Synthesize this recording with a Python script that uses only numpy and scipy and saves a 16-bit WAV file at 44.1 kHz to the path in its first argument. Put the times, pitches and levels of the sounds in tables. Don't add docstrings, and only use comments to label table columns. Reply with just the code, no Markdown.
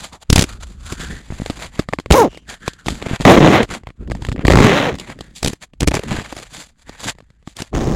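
import sys
import numpy as np
from scipy import signal
from scipy.fft import rfft, irfft, next_fast_len
from scipy.io import wavfile
from scipy.ndimage import uniform_filter1d, map_coordinates

SR = 44100
rng = np.random.default_rng(int(sys.argv[2]) if len(sys.argv) > 2 else 0)


def generate_wav(sig):
    pcm = np.round(np.clip(np.atleast_2d(sig).T, -1, 1) * 32767).astype(np.int16)
    wavfile.write(sys.argv[1], SR, pcm)


N = 350683
TIME = np.arange(N) / SR
LEAD = SR // 40
AROUND = np.arange(-LEAD, 3 * LEAD) / SR
BEFORE, AFTER = np.minimum(AROUND, 0), np.maximum(AROUND, 0)


def amp(db):
    return 10 ** (np.asarray(db) / 20)


def unit(x):
    return x / np.sqrt(np.mean(x ** 2) + 1e-20)


def curves(rows, t=TIME):
    times, *columns = np.transpose(rows)
    return [np.interp(t, times, column) for column in columns]


def wobble(rate, n=N):
    return map_coordinates(rng.standard_normal(int(n * rate / SR) + 4), [np.arange(n) * rate / SR])


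def colour(x, points):
    m = 2 * next_fast_len(len(x) // 2 + 2048)
    hz, db = np.transpose(points)
    grid = np.fft.rfftfreq(m, 1 / SR) + 1
    gain = amp(np.interp(np.log(grid), np.log(hz), db)) / np.maximum(grid / hz[-1], 1) ** 3
    cepstrum = irfft(np.log(gain))
    cepstrum[1:m // 2] *= 2
    cepstrum[m // 2 + 1:] = 0
    return irfft(rfft(x, m) * np.exp(rfft(cepstrum)), m)[:len(x)]


def noise(points, envelope):
    return unit(colour(envelope * rng.standard_normal(len(envelope)), points))


def burst(x, seconds):
    return x * np.sqrt(seconds * SR / (np.sum(x ** 2) + 1e-20))


def add(track, s, x):
    i = max(round(s * SR), 0)
    track[i:i + len(x)] += x[:max(N - i, 0)]


def swell(start, top, end, fade_db=21.5, reach=2.1):
    out = np.zeros(N)
    limits = top + reach * (np.array([start, end]) - top)
    first, last = np.clip(np.round(SR * limits), 0, N).astype(int)
    t = TIME[first:last]
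    away = np.abs(t - top) / np.maximum(np.where(t < top, top - start, end - top), 1 / SR)
    out[first:last] = amp(-fade_db * away ** np.where(t < top, 1.9, 1.7))
    return out


def scattered(runs, jitter=.25, spread_db=2.5):
    rows = []
    for (start, end, rate, *levels), chance in zip(runs, rng.standard_normal((len(runs), 64, 5))):
        for k, (late, strength, *tone) in enumerate(chance[:round((end - start) * rate)]):
            varied_db = np.add(levels, spread_db * (strength + np.array(tone)))
            rows.append((start + (k + .5 + jitter * late) / rate, *varied_db))
    return rows


# (frequency [Hz], level [dB])
ROOM_SPECTRUM = [(20, 8), (60, 1), (200, -14), (1000, -33), (8000, -46), (16000, -53)]


def room_tone():
    return amp(-66) * noise(ROOM_SPECTRUM, np.ones(N))


# (start [s], fastest [s], end [s], rub [dB], hiss [dB], hollow under the hand [Hz], its share [0-1])
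STROKES = [(-.05, 0.01, .12, -37.5, -35.5, 850, 0.23), (0.109, 0.135, 0.18, -37, -42.5, 912, 0.84),
           (.205, .23, 0.24, -47, -45.5, 843, 0.5), (.325, 0.376, .48, -28, -27, 1298, .1),
           (.45, 0.502, 0.59, -40.5, -42, 1350, 0.6), (0.599, 0.624, 0.66, -40, -38.5, 1302, .3),
           (0.636, 0.678, .78, -52.5, -50, 1299, 0.25), (0.801, 0.928, 0.96, -35.5, -35, 1249, 0.6),
           (.95, 1.02, 1.128, -32, -35.5, 1550, 0.84), (1.05, 1.135, 1.247, -35.5, -39.5, 1752, 0.6),
           (1.16, 1.459, 1.57, -43.5, -43.5, 2030, 0.13), (1.491, 1.643, 1.703, -33, -36, 1990, 0),
           (1.683, 1.792, 1.86, -39.5, -43.5, 2000, 0.16), (1.866, 1.91, 2.01, -53, -56, 2000, 0.2),
           (2.26, 2.342, 2.43, -44, -52.5, 2870, .65), (2.47, 2.503, 2.57, -32, -35.5, 1700, 0.54),
           (2.601, 2.636, 2.77, -36.5, -43.5, 1650, 0.94), (2.749, 2.795, 2.9, -49.5, -56, 1600, 0.86),
           (2.845, 2.885, 3.04, -35, -34, 1494, .1), (2.967, 3.158, 3.176, -29, -37.5, 1490, 0.08),
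           (3.183, 3.239, 3.46, -35.5, -38.5, 1500, 0), (3.68, 3.742, 3.79, -27, -32, 1499, 0.11),
           (3.84, 3.89, 3.92, -45, -64, 1403, 0), (3.975, 4.015, 4.08, -52, -62, 1314, 0.53),
           (4.11, 4.25, 4.36, -51, -54, 1398, 0.14), (4.355, 4.419, 4.46, -40, -57, 1490, 0.2),
           (4.975, 5.013, 5.08, -36, -42.5, 1896, 0.44), (5.031, 5.105, 5.175, -40, -48, 1900, 0),
           (5.16, 5.23, 5.36, -49, -55, 1820, 0.63), (5.346, 5.385, 5.41, -48, -35, 1800, .1),
           (5.41, 5.455, 5.545, -35, -33, 1820, 0.14), (5.608, 5.628, 5.66, -39, -37, 1794, 0.04),
           (5.92, 5.953, 6.0, -28, -31, 1794, .1), (5.977, 6.138, 6.35, -30, -37, 1790, 0.04),
           (6.194, 6.388, 6.5, -39, -40, 1790, 0), (6.484, 6.563, 6.68, -38.5, -34.5, 1700, 0.11),
           (6.648, 6.669, 6.7, -57, -49, 1708, 0.03), (6.768, 6.815, 6.87, -58, -55.5, 1705, 0.32),
           (6.848, 6.879, 7.13, -44, -51, 1750, .5), (6.995, 7.092, 7.12, -24, -23.5, 1840, .05),
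           (7.458, 7.49, 7.546, -53, -47.5, 1800, .1), (7.56, 7.585, 7.68, -35, -36, 1800, 0.02)]


def strokes():
    rub, hiss, hollow_hz, share = np.zeros((4, N))
    for start, top, end, rub_db, hiss_db, hz, part in STROKES:
        speed = swell(start, top, end)
        power = (amp(rub_db) * speed) ** 2
        rub += power
        hiss += (amp(hiss_db) * speed) ** 2
        hollow_hz += hz * power
        share += part * power
    return np.sqrt(rub), np.sqrt(hiss), hollow_hz / (rub + 1e-20), np.clip(share / (rub + 1e-20), 0, 1)


# (time [s], level [dB])
GRIP = [(0, -40), (.19, -56), (.27, -52), (.3, -36), (.6, -34), (1.0, -37), (1.24, -48), (1.35, -31),
        (1.68, -43), (2.0, -48), (2.45, -50), (3.9, -53.5), (5.3, -51), (5.58, -61), (5.8, -63),
        (6.3, -49.5), (6.75, -54), (7.1, -48), (7.42, -56), (7.7, -50)]
# (start [s], hardest [s], end [s], rumble [dB], cloth drag [dB])
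PRESSES = [(.98, 1.128, 1.26, -27, -34), (2.037, 2.123, 2.58, -38, -42), (2.095, 2.117, 2.16, -14, -24),
           (2.87, 2.92, 2.995, -21, -30), (2.966, 3.13, 3.17, -38, -29), (3.2, 3.269, 3.7, -22, -28.5),
           (3.67, 3.728, 3.82, -36.5, -31), (3.977, 4.018, 4.1, -30.5, -32.5),
           (4.044, 4.088, 4.4, -25.5, -32.5), (4.198, 4.449, 5.34, -32, -29.5),
           (5.067, 5.103, 5.15, -50, -29.5), (5.41, 5.509, 5.51, -28, -30), (5.603, 5.624, 5.6, -40, -32),
           (5.66, 5.79, 5.83, -45, -60), (5.8, 5.825, 6.0, -24, -45), (6.011, 6.123, 6.28, -29, -26),
           (7.717, 7.75, 8.5, -17.5, -23)]
# (frequency [Hz], level [dB])
RUMBLE_SPECTRUM = [(10, -8.5), (25, -5), (55, 5.5), (100, -6.5), (160, -18.5), (400, -60)]
DRAG_SPECTRUM = [(60, -19.5), (125, -4.5), (185, -3), (270, -8.5), (500, -31), (1000, -52.5)]
SCRUB_SPECTRUM = [(120, -27), (230, 2.5), (380, -1.5), (540, -9.5), (1000, -35)]


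def handling(rub_level, brightening=1.228):
    grip = amp(curves(GRIP)[0])
    shake = np.hypot(grip, amp(-11.5) * rub_level)
    friction = np.hypot(amp(-12.5) * grip, amp(-5.5) * rub_level)
    for start, top, end, rumble_db, drag_db in PRESSES:
        weight = swell(start, top, end)
        shake = np.maximum(shake, amp(rumble_db) * weight)
        friction = np.maximum(friction, amp(drag_db) * weight)
    lumps = amp(4.5 * wobble(120))
    rumble = shake * noise(RUMBLE_SPECTRUM, amp(2.2 * wobble(21)))
    drag = friction * noise(DRAG_SPECTRUM, lumps)
    scrub = friction ** brightening * noise(SCRUB_SPECTRUM, lumps)
    return amp(-.5) * (rumble + drag) + amp(3) * scrub


def hollow_resonance(hz, width_hz):
    pole = np.exp(-np.pi * width_hz / SR)
    band = rng.standard_normal(N) + 1j * rng.standard_normal(N)
    for _ in range(2):
        band = signal.lfilter([1], [1, -pole], band)
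    return unit(np.real(band * np.exp(2j * np.pi * np.cumsum(hz) / SR)))


# (frequency [Hz], level [dB])
RUB_SPECTRUM = [(250, -22.5), (500, -1.5), (850, -0.5), (1300, -3), (1800, -1.5), (2300, -3.5), (3200, -9),
                (6000, -50.5)]
HISS_SPECTRUM = [(1410, -33.5), (2400, -7), (2660, -12), (3460, -3), (3740, -5), (4860, -5.5),
                 (5270, -13.5), (6470, -7.5), (7470, -3), (8550, -18.5), (9400, -8), (10300, -21),
                 (12200, -22.5), (15100, -36), (16000, -44)]
RASP_SPECTRUM = [(1500, -18.5), (2600, 1), (3400, 2), (4600, -4), (7000, -16)]


def fleece(rub_level, hiss_level, hollow_hz, share, grain_db=3.5, clump_db=3.5):
    grip_db = np.minimum(curves(GRIP)[0], -47.5)
    grains = amp(grain_db * wobble(900) + clump_db * wobble(90))
    flat_hand = noise(RUB_SPECTRUM, grains * amp(1.2 * wobble(180)))
    hollow_hz = hollow_hz * (1 + .04 * wobble(14))
    ringing = hollow_resonance(hollow_hz, width_hz=520)
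    ringing += amp(-13) * hollow_resonance(1.95 * hollow_hz, width_hz=600)
    cupped_hand = unit(np.sqrt(grains) * ringing)
    rub = np.sqrt(1 - share) * flat_hand + np.sqrt(share) * cupped_hand
    rub *= np.hypot(rub_level, amp(grip_db - 17))
    hiss = np.hypot(hiss_level, amp(grip_db - 22)) * noise(HISS_SPECTRUM, grains ** .83)
    rasp = rub_level ** 1.59 * noise(RASP_SPECTRUM, grains)
    return (amp(-.5) * (rub + hiss) + amp(7) * rasp) * amp(wobble(35))


# (time [s], push [dB], crunch [dB], fizz [dB])
SLIPS = [(.302, -6, -12, -11), (.329, -1.5, -11, -8.5), (.36, -8, -8.5, -6), (0.3805, -10.5, -13.5, -18.5),
         (.393, -5.5, -15.5, -11), (.423, -14.5, -16, -14.5), (.924, -22, -26.5, -30),
         (5.43, -23.5, -19, -19.5), (5.447, -16, -17.5, -15.5), (5.461, -19.5, -17, -20.5),
         (5.475, -19, -20.5, -19.5), (5.481, -17, -27, -19), (5.533, -28, -26.5, -32),
         (5.807, -23, -19, -17.5), (5.821, -15.5, -28, -32.5), (5.831, -11.5, -16, -25.5),
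         (5.843, -25.5, -27, -41), (5.8755, -11, -10.5, -14.5), (5.884, -11, -15.5, -18),
         (5.9158, -18, -15.5, -35), (5.942, -17, -12.5, -22), (5.9519, -29, -19.5, -21),
         (5.9703, -23, -16.5, -35), (6.036, -43, -23.5, -35), (6.326, -41, -23.5, -36),
         (7.568, -50, -42, -31.5), (7.62, -26.5, -26, -30.5)]
# (start [s], end [s], rate [1/s], push [dB], crunch [dB], fizz [dB])
STUTTERS = [(.362, .45, 70, -19, -23.5, -21.5), (5.885, 6.0, 52, -26, -25.5, -37.5),
            (6.35, 6.42, 43, -42, -30, -38), (7.59, 7.64, 40, -31, -29.5, -33.5)]
# (frequency [Hz], level [dB])
CRUNCH_SPECTRUM = [(120, -19.5), (300, 9), (700, -1), (1200, -11.5), (2100, -8), (3000, -17.5), (6000, -36)]
FIZZ_SPECTRUM = [(1400, -25), (2500, 0.5), (3800, 0), (5200, 2), (6200, -0.5), (7500, -1.5), (9000, -5),
                 (11000, -9), (15500, -26.5)]


def slips():
    out = np.zeros(N)
    stuck = AROUND < 0
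    rebound = -np.exp(-AFTER / .0036) * np.cos(2 * np.pi * 42 * AFTER)
    shell = np.where(stuck, np.exp(BEFORE / .0028), rebound)
    push = colour(shell, [(250, -4.5), (600, -17), (3000, -4.5), (16000, -46.5)])
    release = np.exp(-AFTER / .0016) + .28 * np.exp(-AFTER / .0057)
    fibres = np.where(stuck, .6 * np.exp(BEFORE / .0015), release)
    for s, push_db, crunch_db, fizz_db in SLIPS + scattered(STUTTERS):
        sound = amp(push_db) * burst(push, .011)
        sound += amp(crunch_db) * burst(noise(CRUNCH_SPECTRUM, fibres), .0047)
        sound += amp(fizz_db) * burst(noise(FIZZ_SPECTRUM, fibres), .0049)
        add(out, s - LEAD / SR, rng.choice([-1, 1]) * sound)
    return out


# (time [s], level [dB])
THUMPS = [(1.305, -22.5), (1.324, -22.5), (1.401, -20), (1.42, -18.5), (3.069, -20.5), (3.113, -16.5),
          (3.135, -15.5), (3.202, -20), (4.381, -24), (4.394, -19), (4.548, -6), (4.612, -4), (6.116, -16),
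          (6.188, -18.5)]


def thumps():
    out = np.zeros(N)
    for s, db in THUMPS:
        hz = 170 * np.exp(.18 * rng.standard_normal())
        swing = np.sin(2 * np.pi * hz * AFTER) * np.exp(-AFTER / .0017)
        scuff = noise(CRUNCH_SPECTRUM, (AROUND >= 0) * np.exp(-AFTER / .0013))
        add(out, s - LEAD / SR - .001, -amp(db) * burst(unit(swing) + .2 * scuff, .0098))
    return out


# (time [s], thud [dB], knock [dB], click [dB])
CATCHES = [(1.461, -42, -22, -29), (1.499, -17, -20, -27.5), (1.505, -31, -23, -31.5),
           (1.793, -11.5, -12.5, -26), (1.797, -35, -18.5, -24.5), (1.888, -19.5, -19.5, -35.5),
           (1.9272, -24, -25, -40), (1.935, -36, -11.5, -30.5), (1.987, -21, -19.5, -35.5),
           (1.999, -36, -24.5, -32.5), (2.06, -27, -25, -42), (2.1051, -7, -10.5, -25.5),
           (2.11, -1.5, -1, -13), (2.113, -1, -13.5, -19), (2.122, -4, -8, -6.5),
           (2.1408, -18.5, -9, -19.5), (2.374, -48, -31.5, -39), (2.679, -18, -14, -20.5),
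           (2.734, -50, -45, -37), (2.8613, -32, -26, -30), (2.8676, -18, -27, -28),
           (2.884, -22, -11.5, -19), (2.904, -20, -30.5, -26.5), (3.025, -29, -21.5, -30.5),
           (3.208, -16, -23, -26.5), (3.2164, -27.5, -24.5, -26), (3.252, -8, 0, -21),
           (3.63, -15.5, -17, -22.5), (3.835, -32, -40.5, -55), (3.871, -27, -27, -46),
           (4.0755, -27.5, -39, -49), (4.1, -18, -27, -42), (4.111, -18, -28.5, -38.5),
           (4.1177, -17, -18.5, -33.5), (4.151, -30, -28, -40), (4.287, -11.5, -20, -34),
           (4.325, -18, -28, -34), (4.362, -38, -27, -46), (4.451, -5.5, -8, -28),
           (4.457, -11, -24.5, -29.5), (4.4684, -17.5, -19.5, -21), (4.481, -3.5, 0, -16),
           (4.5, -12, -7, -23.5), (4.5046, -10.5, -3, -21.5), (4.513, -7, -11, -21.5),
           (4.5209, -5.5, -6.5, -20), (4.5353, -10.5, -5, -25.5), (4.5565, -1, -2, -19),
           (4.573, -9, -4.5, -22), (4.587, -2, -5.5, -23), (4.603, -5, -5.5, -20),
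           (4.6244, -8, -4.5, -21.5), (4.647, -11, -8.5, -23), (4.6658, -18, -2, -23),
           (4.953, -23.5, -36.5, -36), (4.986, -50, -33, -31), (4.998, -49, -32, -25.5),
           (5.1, -28, -28, -37.5), (5.1894, -34, -33, -44), (5.2084, -28, -25, -29.5),
           (5.735, -41.5, -42.5, -54), (6.894, -37, -30, -35), (7.4744, -28, -29.5, -39.5)]
# (start [s], end [s], rate [1/s], thud [dB], knock [dB], click [dB])
CREEPS = [(2.31, 2.36, 40, -48, -40.5, -47), (3.0, 3.07, 30, -34, -26.5, -43.5),
          (3.875, 3.925, 40, -34, -39, -49), (4.195, 4.32, 48, -24, -31, -37),
          (4.565, 4.66, 60, -9, -13, -24), (5.22, 5.31, 40, -46, -50, -56),
          (7.147, 7.21, 47, -45, -45, -54), (7.205, 7.44, 13, -47, -52, -59)]
# (time [s], frequency [Hz])
THUD_PITCH = [(2.0, 179), (2.07, 85), (2.7, 130.5), (4.1, 80.2), (4.5, 100), (4.6, 140.6), (7.5, 170)]
# (frequency [Hz], time to fall 60 dB [s], level [dB])
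SLIDER_MODES = [(506, 0.011, 2.5), (830, 0.0076, -1), (1150, 0.021, -6.5), (1932, 0.014, -4),
                (2380, 0.0062, -12.5)]
# (frequency [Hz], level [dB])
THUD_SPECTRUM = [(15, -22.5), (40, -1.5), (80, -4.5), (300, 5), (1000, -15.5), (4000, -38)]
CLICK_SPECTRUM = [(1500, -38), (2600, 4.5), (3400, 10), (4900, 6.5), (5800, -1), (7400, 5), (9000, -4.5),
                  (12000, -12.5), (16000, -28.5)]


def catches(thud_decay_cycles=.33):
    out = np.zeros(N)
    struck = AROUND >= 0
    click_decay = np.exp(-AFTER / .0022) + .21 * np.exp(-AFTER / .012)
    click_envelope = np.where(struck, click_decay, .17 * np.exp(BEFORE / .0025))
    for s, thud_db, knock_db, click_db in CATCHES + scattered(CREEPS):
        cycles = curves(THUD_PITCH, s)[0] * np.exp(.2 * rng.standard_normal()) * AFTER
        thud = colour(np.sin(2 * np.pi * cycles) * np.exp(-cycles / thud_decay_cycles), THUD_SPECTRUM)
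        ring = 0
        for hz, t60, db in SLIDER_MODES:
            decay = amp(db + 1.4 * rng.standard_normal() - 60 * AFTER / t60)
            ring += decay * np.sin(2 * np.pi * hz * np.exp(.1 * rng.standard_normal()) * AFTER)
        grit = noise(CRUNCH_SPECTRUM, struck * np.exp(-AFTER / .0014))
        sound = amp(thud_db) * burst(thud, .0055)
        sound += amp(knock_db) * burst(unit(ring) + .99 * grit, .0045)
        sound += amp(click_db) * burst(noise(CLICK_SPECTRUM, click_envelope), .0032)
        add(out, s - LEAD / SR, rng.choice([-1, 1]) * sound)
    return out


def tooth_impacts(rate, passed, even, jitter=.16, spread_db=5.5):
    teeth = np.zeros(len(rate))
    at = np.flatnonzero(np.diff(np.floor(passed)))
    chance = rng.standard_normal((len(at), 4))
    for row in range(2):
        late = (row / 2 + jitter * (1 - even[at]) * chance[:, row]) * SR / rate[at]
        size = amp(spread_db * np.tanh(chance[:, row + 2]) - 3.5 * row) / np.sqrt(rate[at])
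        np.add.at(teeth, np.clip(at + late.astype(int), 0, len(teeth) - 1), size)
    return teeth


# (multiple of the tooth rate, level [dB])
BUZZ_HARMONICS = [(1, -4), (2, -5), (3, -7), (4, -10.5), (5, -18)]


def tape_buzz(rate, passed, even, corner_hz):
    n = len(rate)
    buzz = 0
    for k, db in BUZZ_HARMONICS:
        level = amp(db + .88 * wobble(90, n)) / np.sqrt(1 + (k * rate / corner_hz) ** 8)
        phase = 2 * np.pi * (k * passed + rng.random()) + .063 * k * wobble(250, n)
        buzz += level * np.sin(phase)
    flutter_db = (1.5 + 5 * (1 - even)) * wobble(330, n)
    return unit(buzz * amp(flutter_db))


def disperse(x, delay):
    m = next_fast_len(len(x) + 4096)
    phase = 4 * np.pi * delay * np.sqrt(200 * np.fft.rfftfreq(m, 1 / SR))
    return irfft(rfft(x, m) * np.exp(-1j * phase), m)[:len(x)]


# (time [s], half length [s], dip [dB])
SNAGS = [(3.361, 0.003, 15.5), (3.397, 0.0057, 19), (3.496, 0.02, 4.5)]
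# (frequency [Hz], level [dB])
TAPE_SPECTRUM = [(30, -21), (80, -0.5), (160, 3.5), (300, 1.5), (500, -4), (700, -3.5), (950, -9.5),
                 (1200, -10.5), (1700, -28.5), (4000, -65)]
RATTLE_SPECTRUM = [(500, -45.5), (900, -4), (1250, -1), (1900, 0), (2700, -6), (3900, -8.5), (4800, -24),
                   (8000, -43.5)]
SCRAPE_SPECTRUM = [(2500, -34), (4200, -1), (5200, 3), (6800, 5.5), (8500, -7.5), (10000, -10.5),
                   (12000, -17), (15800, -16.5)]
SHEEN_SPECTRUM = [(5000, -25), (8500, -3), (10500, -0.5), (13000, -3), (15800, -5.5)]


def pull(speed, levels, evenness, corner_hz, contact_s=.0016, sheen_teeth_per_s=590):
    t = np.arange(levels[0][0], levels[-1][0], 1 / SR)
    n = len(t)
    tug_db, rattle_db, scrape_db = curves(levels, t)
    snag_db = sum(db * np.exp(-((t - s) / half) ** 2) for s, half, db in SNAGS)
    even = evenness * np.interp(np.arange(n) / n, [0, .35], [.45, 1])
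    rate = curves(speed, t)[0] * (1 + .08 * (1.1 - even) * wobble(110, n))
    rate *= 1 + .02 * wobble(170, n)
    passed = np.cumsum(rate) / SR
    teeth = tooth_impacts(rate, passed, even)
    rubbing = unit(signal.lfilter([1], [1, -np.exp(-1 / (contact_s * SR))], teeth)) + .25
    buzz = tape_buzz(rate, passed, even, corner_hz)
    jolts = teeth - uniform_filter1d(teeth, size=400)
    knocks = unit(disperse(colour(jolts, TAPE_SPECTRUM), delay=.002463))
    rough = unit(knocks + .5 * noise(TAPE_SPECTRUM, rubbing))
    tug = np.sqrt(even) * buzz + np.sqrt(1 - even) * rough
    ticks = unit(disperse(colour(teeth, RATTLE_SPECTRUM), delay=.001994))
    rattle = unit(ticks + 1.5 * noise(RATTLE_SPECTRUM, rubbing))
    scrape = noise(SCRAPE_SPECTRUM, rubbing)
    scrape += (rate / sheen_teeth_per_s) ** 2 * noise(SHEEN_SPECTRUM, rubbing)
    metal = amp(rattle_db - snag_db) * rattle + amp(scrape_db) * scrape
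    fade = np.clip(np.minimum(t - t[0], t[-1] - t) / .0022, 0, 1)
    return (amp(tug_db + .5 - snag_db) * tug + amp(-1) * metal) * fade


# (time [s], speed [teeth/s])
PULL_SPEEDS = [
    [(2.125, 427), (2.15, 442), (2.173, 577), (2.185, 487), (2.226, 430), (2.244, 308), (2.26, 210),
     (2.285, 126)],
    [(3.25, 229), (3.28, 274), (3.31, 420), (3.37, 268), (3.40, 134), (3.44, 156), (3.50, 169), (3.52, 282),
     (3.56, 382), (3.60, 255), (3.65, 116)],
    [(4.5, 178), (4.61, 193), (4.66, 220), (4.685, 208), (4.705, 185), (4.73, 255), (4.76, 295),
     (4.83, 289), (4.86, 275), (4.905, 206), (4.925, 77), (4.96, 61.6)],
    [(7.72, 111), (7.80, 121), (7.86, 147), (7.90, 162), (7.95, 154)],
]
# (time [s], tug [dB], rattle [dB], scrape [dB])
PULL_LEVELS = [
    [(2.125, -13, -24, -18), (2.14, -11.5, -23.5, -28.5), (2.2, -5, -22.5, -25.5),
     (2.25, -11.5, -32, -40.5), (2.29, -28, -48, -56.5)],
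    [(3.249, -3.5, -14, -27.5), (3.31, -1, -12.5, -24.5), (3.36, -5.5, -15.5, -31.5),
     (3.46, -5.5, -14, -30.5), (3.53, -6, -15, -30.5), (3.61, -12, -16, -40), (3.635, -24.5, -31, -41.5),
     (3.657, -37, -36, -45)],
    [(4.5, -22, -28, -35), (4.6, -16, -25, -31.5), (4.65, -13.5, -15.5, -29), (4.72, -13, -16.5, -33.5),
     (4.79, -15.5, -17.5, -34.5), (4.884, -16.5, -24, -41), (4.954, -30, -34, -48.5),
     (4.969, -48, -52, -53)],
    [(7.72, -29, -55, -67), (7.747, -21, -29, -35.5), (7.86, -25, -36.5, -40), (7.952, -21.5, -38.5, -40.5)],
]
# (share of clean buzz in a free run [0-1], tape corner [Hz])
TAUTNESS = [(.9, 940), (.4, 640), (.55, 850), (.12, 550)]


def zipper():
    out = np.zeros(N)
    for speed, levels, (evenness, corner_hz) in zip(PULL_SPEEDS, PULL_LEVELS, TAUTNESS):
        add(out, levels[0][0], pull(speed, levels, evenness, corner_hz))
    return out


def scene():
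    rub_level, hiss_level, hollow_hz, share = strokes()
    bed = fleece(rub_level, hiss_level, hollow_hz, share) + handling(rub_level) + room_tone()
    return (bed + zipper() + thumps() + slips() + catches())[None]


def record(dry):
    clipped = dry / (1 + np.abs(dry) ** 8) ** (1 / 8)
    m = next_fast_len(N + 4096)
    in_band = np.fft.rfftfreq(m, 1 / SR) < 15950
    return irfft(rfft(clipped, m) * in_band, m)[..., :N]


dry = scene()
out = record(dry)
generate_wav(out)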